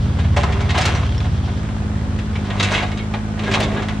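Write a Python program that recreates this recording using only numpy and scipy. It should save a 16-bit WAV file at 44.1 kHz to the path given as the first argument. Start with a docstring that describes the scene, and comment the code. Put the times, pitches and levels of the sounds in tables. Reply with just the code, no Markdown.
"""First comes the chug of a mini excavator's three-cylinder diesel, with oil hissing in its valves.
A second low engine note slowly sinks and fades. A few metres away, beside a brick wall, the steel
bucket works a heap of stones and soil: it knocks, grinds and squeaks, stones ring and chips snap off.
The teeth tick as the bucket lifts clear, and later heavy stones shift with dull thuds.
The diesel sags under load, and the wall and houses send back a short echo."""
import sys
import numpy as np
from scipy import signal
from scipy.fft import rfft, irfft
from scipy.io import wavfile
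from scipy.ndimage import uniform_filter1d

SR = 44100
rng = np.random.default_rng(int(sys.argv[2]) if len(sys.argv) > 2 else 0)


def generate_wav(signal):
    """Clip the signal to [-1, 1] and save it as 16-bit WAV at the path in sys.argv[1]."""
    frames = np.transpose(np.atleast_2d(signal))
    scaled = np.clip(frames, -1, 1) * 32767
    pcm = np.round(scaled).astype(np.int16)
    wavfile.write(sys.argv[1], SR, pcm)


N = 176400
T = np.arange(N) / SR

# how fast the diesel fires (time [s], firing rate [Hz])
FIRING_RATE = [(0,53),(.11,52.4),(.44,52.8),(.73,52),(.85,50.8),(1.11,52.2),(1.35,51.4),(1.69,52.9),(2.32,52.8),(2.52,50.7),(2.64,49),(2.82,51.2),(3.0,52.9),(3.3,53.2),(4,52.4)]
# exhaust tones (multiple of the engine cycle [x], level [dB])
EXHAUST_TONES = [(3,-33),(4,-39.5),(5,-33),(6,-28.5),(7,-42),(8,-46.5),(9,-34),(10,-44.5),(11,-41),(13,-51),(14,-44.5),(15,-41),(16,-46.5),(18,-48.5),(20,-48),(23,-51.5)]
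# tone colour of the cooling fan and of the engine din (frequency [Hz], relative level [dB])
FAN_COLOUR = [(150,3.5),(300,4),(600,2),(1200,-1),(2400,-11),(3400,-12),(5000,-18),(7000,-23.5),(10000,-28.5),(11300,-41),(12500,-44),(16000,-71)]
DIN_COLOUR = [(20,-18),(45,-5.5),(75,-1),(120,-6),(210,-10),(320,-37),(700,-17),(1200,-15.5),(2500,-26.5),(5000,-31.5),(8000,-30.5),(11000,-57)]
# loudness of the diesel's drone (time [s], level [dB])
DRONE_LEVEL = [(0,-28.5),(.6,-31.5),(1.2,-33.5),(1.6,-30.5),(2.1,-28.5),(2.65,-28.5),(3.1,-28),(3.6,-26),(4,-27)]
# second engine (time [s], cycle rate [Hz], level [dB])
SECOND_ENGINE = [(0,18.1,-19.5),(.3,18.05,-18.5),(.8,17.95,-21.5),(1.35,17.45,-21),(1.65,17.05,-29),(1.95,16.95,-25),(2.5,16.55,-30),(3.1,16.4,-37),(4,16.4,-38)]
# its tones (multiple of the engine cycle [x], relative level [dB])
SECOND_TONES = [(2,-21),(3,-16.5),(4,-2),(5,-1.5),(6,-13),(7,-5.5),(9,-12.5),(10,-20)]
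# oil hiss (time [s], level [dB])
HISS_LEVEL = [(0,-46.5),(.35,-48.5),(.8,-41.5),(1.0,-44.5),(1.25,-44.5),(1.55,-47.5),(1.9,-56),(2.4,-48),(3.3,-55),(4,-49)]
# its tone colour (frequency [Hz], relative level [dB])
HISS_COLOUR = [(1200,-28.5),(2500,-1.5),(3200,7),(4300,-0.5),(5700,-4),(7000,-15.5),(10000,-36),(11500,-37)]
# bucket knocks (time [s], length before fading [s], body [dB], clack [dB], crack [dB])
BUCKET_KNOCKS = [(0.186,0.019,-32,-31.5,-46),(0.243,0.0073,-32.5,-32,-60),(0.363,0.014,-18.5,-28.5,-33),(0.432,0.0075,-19,-29,-34),(0.522,0.0063,-38,-25,-39.5),(0.604,0.011,-27.5,-31,-39),(0.69,0.019,-37,-23.5,-41),(0.703,0.0055,-36,-26,-32.5),(0.744,0.037,-22.5,-27,-41),(0.777,0.01,-21,-25,-28.5),(.788,.008,-28,-43,-41),(0.811,0.0093,-38,-28,-28),(0.852,0.0096,-23.5,-21.5,-24.5),(0.88,0.01,-31,-29,-34),(0.948,0.011,-25,-29,-37),(1.028,0.007,-26.5,-35,-62),(1.206,.005,-32,-42,-46),(1.241,0.017,-32.5,-37,-49),(1.474,0.02,-33.5,-40.5,-60),(1.686,0.0096,-35,-40,-58),(2.187,0.0059,-41,-31,-43),(2.354,0.012,-32,-31,-47),(2.501,0.0088,-35,-27,-43.5),(2.598,0.0098,-23,-19.5,-29.5),(2.626,.012,-28.5,-20,-25),(2.647,.008,-48,-30,-33),(2.715,0.013,-20.5,-29,-33.5),(2.735,0.022,-27,-20,-34.5),(2.772,0.034,-32,-27,-47),(2.824,0.011,-22,-26.5,-40),(2.915,0.0068,-53,-31.5,-43),(2.972,0.0088,-54,-34,-44),(2.988,0.01,-44,-30,-60),(3.135,0.016,-25.5,-30.5,-45.5),(3.391,0.0057,-36,-26,-41.5),(3.434,.01,-33,-29,-44),(3.472,0.013,-26.5,-34,-50),(3.512,0.014,-38,-22,-33.5),(3.535,.02,-29,-18.5,-30.5),(3.601,0.0093,-21.5,-22.5,-32),(3.626,0.018,-30,-28,-34.5),(3.762,0.02,-32,-31.5,-61),(3.795,0.0067,-27,-32,-53),(3.82,0.011,-28,-31,-42),(3.884,0.0061,-38,-26,-37.5)]
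# steel on stone: low body, middle clack, high crack (frequency [Hz], relative level [dB])
BODY_COLOUR = [(150,-20),(290,-4),(400,-2.5),(510,-3),(680,3),(850,-2.5),(1050,-1),(1400,-7),(2200,-9.5),(4000,-57.5)]
CLACK_COLOUR = [(600,-32),(1100,-4.5),(1600,-1.5),(2100,1.5),(2700,0.5),(3300,-1),(3900,-3),(4600,-17.5),(7000,-40.5),(11000,-59.5),(16000,-75)]
CRACK_COLOUR = [(2500,-12.5),(4200,7),(5200,3),(6500,1.5),(8000,-5),(10000,-16),(11300,-32.5),(12500,-30),(14000,-37),(16000,-46)]
# ringing tones of the bucket (pitch [Hz], level [dB], time to fade by 60 dB [s])
SHELL_TONES = [(398,2.5,.12),(638,-1.5,0.17),(745,-6.5,0.3),(874,-8.5,.25),(1004.5,1,0.2),(1080,-6,0.14),(1634,1,0.17),(2073,1.5,0.3),(2715,5.5,0.22),(3320,5,.22),(3781,4,0.17),(4260,3,0.23),(5010,5,0.22),(5880,1,.3)]
# struck stones (time [s], pitch [Hz], level [dB])
STONE_HITS = [(0.367,828,-21),(.368,580,-19.5),(.370,1036,-23),(.434,1004,-22.5),(.778,2040,-25),(.778,673,-27),(.792,749,-16),(.822,1760,-28),(0.863,1330,-24),(2.354,2300,-30),(2.503,1894,-32),(2.597,3766,-19),(2.599,2063,-22),(2.625,360,-26.5),(2.630,2640,-21),(2.648,2315,-23),(2.747,2060,-22.5),(2.755,2880,-26),(2.779,2200,-23),(2.825,2764,-28.5),(2.916,2200,-30),(2.974,3790,-33.5),(3.139,2416,-29.5),(3.142,848,-30),(3.540,3320,-21.5),(3.542,1585,-25),(3.544,848,-23.5),(3.612,636,-21.5),(3.627,3560,-22.5),(3.884,2010,-33)]
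# tones of each stone (multiple of its pitch [x], relative level [dB])
STONE_TONES = [(1,-1),(1.29,-8.5),(1.71,-13)]
# teeth dragging over stone, one list per stroke (time [s], low grinding [dB], rasp [dB])
DRAG_STROKES = [
    [(.37,-38,-22),(.45,-27.5,-37),(.5,-28,-42),(.61,-32.5,-38),(.71,-32,-45),(.78,-28,-24.5),(.89,-25.5,-26.5),(.97,-29,-32),(1.08,-44,-40.5)],
    [(2.44,-38.5,-45),(2.57,-28.5,-38),(2.63,-31,-25.5),(2.69,-29.5,-28.5),(2.75,-27,-23.5),(2.83,-29,-32.5),(2.89,-39,-39),(3.03,-51,-60)],
    [(3.37,-35.5,-45),(3.47,-35.5,-32),(3.56,-21.5,-37),(3.63,-30.5,-24),(3.67,-33.5,-40),(3.73,-30,-34.5),(3.78,-27,-37),(3.86,-36,-45),(3.92,-31.5,-42),(4,-51,-49)],
]
# chips snapping off (time [s], level [dB])
CHIP_SNAPS = [(.372,-42),(0.785,-27.5),(0.856,-24),(2.599,-39),(2.631,-40),(3.604,-26.5),(3.884,-49)]
# their tone colour (frequency [Hz], relative level [dB])
SNAP_COLOUR = [(1500,-15),(3500,6),(7000,-1),(10000,1.5),(11500,-14),(16000,-16)]
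# squeaks and groans of steel on stone (time [s], length [s], pitch [Hz], level [dB])
STEEL_SQUEAKS = [(0.45,0.27,400,-31.5),(.605,0.047,2270,-37),(0.815,0.038,5100,-37),(.93,.06,5880,-43),(2.987,0.053,2230,-39),(3.42,0.19,389,-30),(3.453,0.056,1630,-31.5),(3.46,0.049,2115,-36),(3.676,0.077,648.5,-29),(3.699,.11,402,-29.5),(3.747,0.067,1656,-35.5)]
# a tooth catching (time [s], pitch [Hz], level [dB])
TOOTH_TICKS = [(1.065,3130,-29),(1.092,3270,-31),(1.123,3160,-28.5),(1.147,3000,-28),(1.179,5450,-26.5),(1.204,3470,-26),(1.229,3290,-34),(1.318,3200,-33.5),(1.378,3470,-35)]
# heavy stones shifting (time [s], length [s], level [dB])
SOIL_THUDS = [(2.587,0.25,-28),(3.4,0.455,-25.5)]

RISE_S = .0015  # time for a knock or ring to reach full strength
OPPOSITE_SIDES = np.array([[1], [-1]])  # flipping the right channel makes a sound wide


def undb(db):
    """Turn decibels into a gain."""
    return 10 ** (np.asarray(db) / 20)


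def unit(x):
    """Scale to an average power of 1."""
    return x / np.sqrt(np.mean(x ** 2))


def curve(rows, column=1, **ends):
    """Join one column of a table with straight lines in time."""
    rows = np.array(rows)
    return np.interp(T, rows[:, 0], rows[:, column], **ends)


def wander(rate_hz):
    """Drift between random values, about 1 in size."""
    step = max(int(SR / rate_hz), 2)
    count = N // step + 2
    return np.interp(T, np.arange(count) * step / SR, rng.standard_normal(count))


def colour(x, points):
    """Shape the tone through (frequency [Hz], level [dB]) points; white noise keeps its power."""
    size = 2 * N
    hz, db = np.array(points).T
    bin_hz = np.arange(N + 1) * SR / size
    gain = unit(undb(np.interp(np.log(bin_hz + 1), np.log(hz), db)))
    # fold the filter so that it rings only after a click, never before
    cepstrum = irfft(np.log(gain))
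    cepstrum[1:N] *= 2
    cepstrum[N + 1:] = 0
    return irfft(rfft(x, size) * np.exp(rfft(cepstrum)))[..., :N]


def grit(per_second, spread_db):
    """Random clicks of uneven size."""
    size = undb(spread_db * np.minimum(rng.exponential(size=N), 4))
    return unit((rng.random(N) < per_second / SR) * size * rng.choice([-1, 1], N))


def crackle(per_second, even_s=.012):
    """Separate clicks whose power stays even from moment to moment."""
    clicks = grit(per_second, spread_db=2.5)
    power = uniform_filter1d(clicks ** 2, int(even_s * SR))
    return unit(clicks / np.sqrt(np.abs(power) + 1e-3))


def bursts(events, decay_s=.0027):
    """A tiny puff of noise for each row; the row starts with its time and ends with its level."""
    force = sum(undb(db) * (T >= start) * np.exp(-np.abs(T - start) / decay_s)
                for start, *_, db in events)
    return force * rng.standard_normal(N)


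def ring(start, hz, db, decay_s):
    """One tone that dies away."""
    age = np.maximum(T - start, 0)
    envelope = np.minimum(age / RISE_S, 1) * np.exp(-age / decay_s)
    return np.sqrt(2) * undb(db) * envelope * np.sin(2 * np.pi * hz * age)


def engine_tones(cycle_hz, table, rough, smear):
    """Slightly unsteady tones, keyed by multiple; the silencer smears them over the engine cycle."""
    angle = 2 * np.pi * (np.cumsum(cycle_hz) / SR + rng.random())
    tones = {}
    for k, db in table:
        strength = np.sqrt(2) * undb(db) * (1 + rough * wander(18))
        tones[k] = strength * np.sin(k * angle + np.pi * k * k * smear)
    return tones


def exhaust(free_hz=52.5, swell_db_per_hz=2.1):
    """The diesel hums and rumbles; its three cylinders each fire once per cycle."""
    firing_hz = curve(FIRING_RATE)
    tones = engine_tones(firing_hz / 3, EXHAUST_TONES, rough=.1, smear=1 / 3)
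    # the tone at twice the firing rate swells as the speed sags
    tones[6] *= undb(swell_db_per_hz * np.maximum(free_hz - firing_hz, 0))
    rumble = colour(rng.standard_normal(N), [
        (15, -57), (30, -32), (50, 2), (90, 3), (170, 3.5), (260, 4.5), (400, -9), (900, -62)])
    return sum(tones.values()) + undb(-35.5) * rumble


def clatter():
    """Burning fuel makes one rattling pulse per firing, each a little different in strength."""
    firings = np.cumsum(curve(FIRING_RATE)) / SR
    strength = undb(1.5 * rng.standard_normal(400))[firings.astype(int) % 400]
    pulses = unit(strength * np.exp(-(firings % 1) / .68))
    return undb(-38.5) * colour(pulses * crackle(9000), [
        (120, -12.5), (280, 2), (450, 4.5), (700, 1.5), (1100, -4.5), (1700, -5),
        (2500, -10), (3500, -19.5), (5000, -23.5), (8000, -27), (11000, -55)])


def fan():
    """The cooling fan's steady rush, mostly the same in both ears."""
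    air = .5 * rng.standard_normal((2, N)) + rng.standard_normal(N)
    return undb(-38.5) * colour(air, FAN_COLOUR)


def drone():
    """A strong tone at four times the firing rate, swelling as the arm works."""
    angle = 2 * np.pi * (np.cumsum(4 * curve(FIRING_RATE)) / SR + rng.random())
    return np.sqrt(2) * undb(curve(DRONE_LEVEL) + .85 * wander(27.2)) * np.sin(angle)


def din():
    """A steady wash of engine noise coming back from the sides."""
    return undb(-37) * colour(rng.standard_normal(N), DIN_COLOUR) * OPPOSITE_SIDES


def second_engine():
    """A lumpy low engine note that sinks and fades."""
    tones = engine_tones(curve(SECOND_ENGINE), SECOND_TONES, rough=.13, smear=1 / 5)
    return sum(tones.values()) * undb(curve(SECOND_ENGINE, column=2))


def oil():
    """Oil rushes through the valves with a fluttering hiss."""
    level_db = curve(HISS_LEVEL) + 2.3 * wander(50)
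    return undb(level_db) * colour(rng.standard_normal(N), HISS_COLOUR)


def knocks(decay_s, column):
    """Each knock crushes the stone in a short crackle that dies away."""
    power = np.zeros(N)
    for row in BUCKET_KNOCKS:
        start, length = row[:2]
        age = np.maximum(T - start, 0)
        envelope = np.minimum(age / RISE_S, 1) * np.exp(-np.maximum(age - length, 0) / decay_s)
        power += (undb(row[column]) * envelope) ** 2
    return np.sqrt(power) * crackle(2600)


def drags(slips_per_second, judder_db, column):
    """The teeth stick and slip over stone in uneven fits."""
    force = sum(undb(curve(stroke, column, left=-120, right=-120)) for stroke in DRAG_STROKES)
    return force * crackle(slips_per_second) * undb(judder_db * wander(90))


def contact():
    """Teeth knock and scrape on stone, heard as a low body, a middle clack and a high crack."""
    rasp = drags(1300, judder_db=2.25, column=2)
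    grinding = drags(1200, judder_db=1.1, column=1)
    body = colour(knocks(decay_s=.013, column=2) + grinding, BODY_COLOUR)
    clack = colour(knocks(decay_s=.011, column=3) + rasp, CLACK_COLOUR)
    crack = colour(knocks(decay_s=.009, column=4) + undb(-11.5) * rasp, CRACK_COLOUR)
    return undb(-1.5) * body + undb(-2) * clack + crack


def bucket():
    """The contact is heard directly, scatters off the heap and wall, and rings the steel shell."""
    direct, scattered = contact(), contact()
    t = T[:SR]
    shell = np.zeros(SR)
    for hz, db, fade_s in SHELL_TONES:
        damping = np.log(1000) / fade_s
        shell += undb(db) * 2 * damping / SR * np.exp(-damping * t) * np.cos(2 * np.pi * hz * t)
    ringing = signal.fftconvolve(scattered, shell)[:N]
    return direct + undb(-14.5) * scattered * OPPOSITE_SIDES + ringing


def stones():
    """A struck stone clicks, then rings: big ones hollow and longer, small ones with a brief clink."""
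    rings = sum(ring(start, hz * ratio, db + tone_db, decay_s=.021 * np.sqrt(1000 / (hz * ratio)))
                for start, hz, db in STONE_HITS for ratio, tone_db in STONE_TONES)
    return rings + undb(-5) * colour(bursts(STONE_HITS), CLACK_COLOUR)


def snaps():
    """Chips break off with short, bright cracks."""
    return colour(bursts(CHIP_SNAPS), SNAP_COLOUR)


def squeaks(rough=.025, waver=.015):
    """Slipping steel makes short tones with a shaky pitch."""
    angle_per_hz = 2 * np.pi * np.cumsum(1 + rough * wander(900) + waver * wander(40)) / SR
    sound = np.zeros(N)
    for start, length, hz, db in STEEL_SQUEAKS:
        swell = np.sin(np.pi * np.clip((T - start) / length, 0, 1))
        sound += np.sqrt(2) * undb(db) * swell * np.sin(hz * angle_per_hz)
    return sound


def ticks():
    """A tooth catches as the bucket lifts clear: each time a tiny crack and a brief ring."""
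    cracks = colour(bursts(TOOTH_TICKS),
                    [(500, -4), (3000, 3.5), (6000, -10), (10000, -29), (13000, -42)])
    rings = sum(ring(start, hz, db, decay_s=.003) for start, hz, db in TOOTH_TICKS)
    return undb(-1) * cracks + rings


def thuds():
    """Heavy stones roll dully in the soil, each swelling and fading in a rounded arch."""
    force = sum(undb(db) * np.sqrt(np.maximum(1 - (2 * (T - start) / length - 1) ** 2, 0))
                for start, length, db in SOIL_THUDS)
    return force * colour(grit(200, spread_db=1.4), [
        (20, -18), (45, 0), (100, 1), (180, 0), (280, -6), (400, -4), (600, -9), (1500, -63)])


def echo(fade_s, delay_s=.004):
    """A blur of reflections, different in each ear, that falls 60 dB in fade_s."""
    t = T[:SR]
    envelope = np.exp(-np.log(1000) * t / fade_s) * (t > delay_s)
    return unit(rng.standard_normal((2, SR)) * envelope) / np.sqrt(SR)


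def yard(x):
    """Add quick reflections from the wall and a longer, duller echo from the houses."""
    houses = signal.sosfilt(signal.butter(1, 4500, fs=SR, output="sos"), echo(fade_s=.33))
    wall = echo(fade_s=.069)
    return x + signal.fftconvolve(x, undb(-8.5) * wall + undb(-9.5) * houses, axes=1)[:, :N]


def scene():
    """Mix the engines and the digging; the sharper sounds echo round the yard."""
    engines = exhaust() + fan() + drone() + din() + second_engine()
    work = yard(clatter() + oil() + bucket() + stones() + snaps() + squeaks() + ticks())
    balance = undb([[-.15], [.15]])  # a touch louder on the right
    return (engines + work + thuds()) * balance


def record(dry):
    """Cut the highest treble, above 15800 Hz."""
    return signal.sosfilt(signal.ellip(8, .2, 70, 15800, fs=SR, output="sos"), dry)


dry = scene()
out = record(dry)
generate_wav(out)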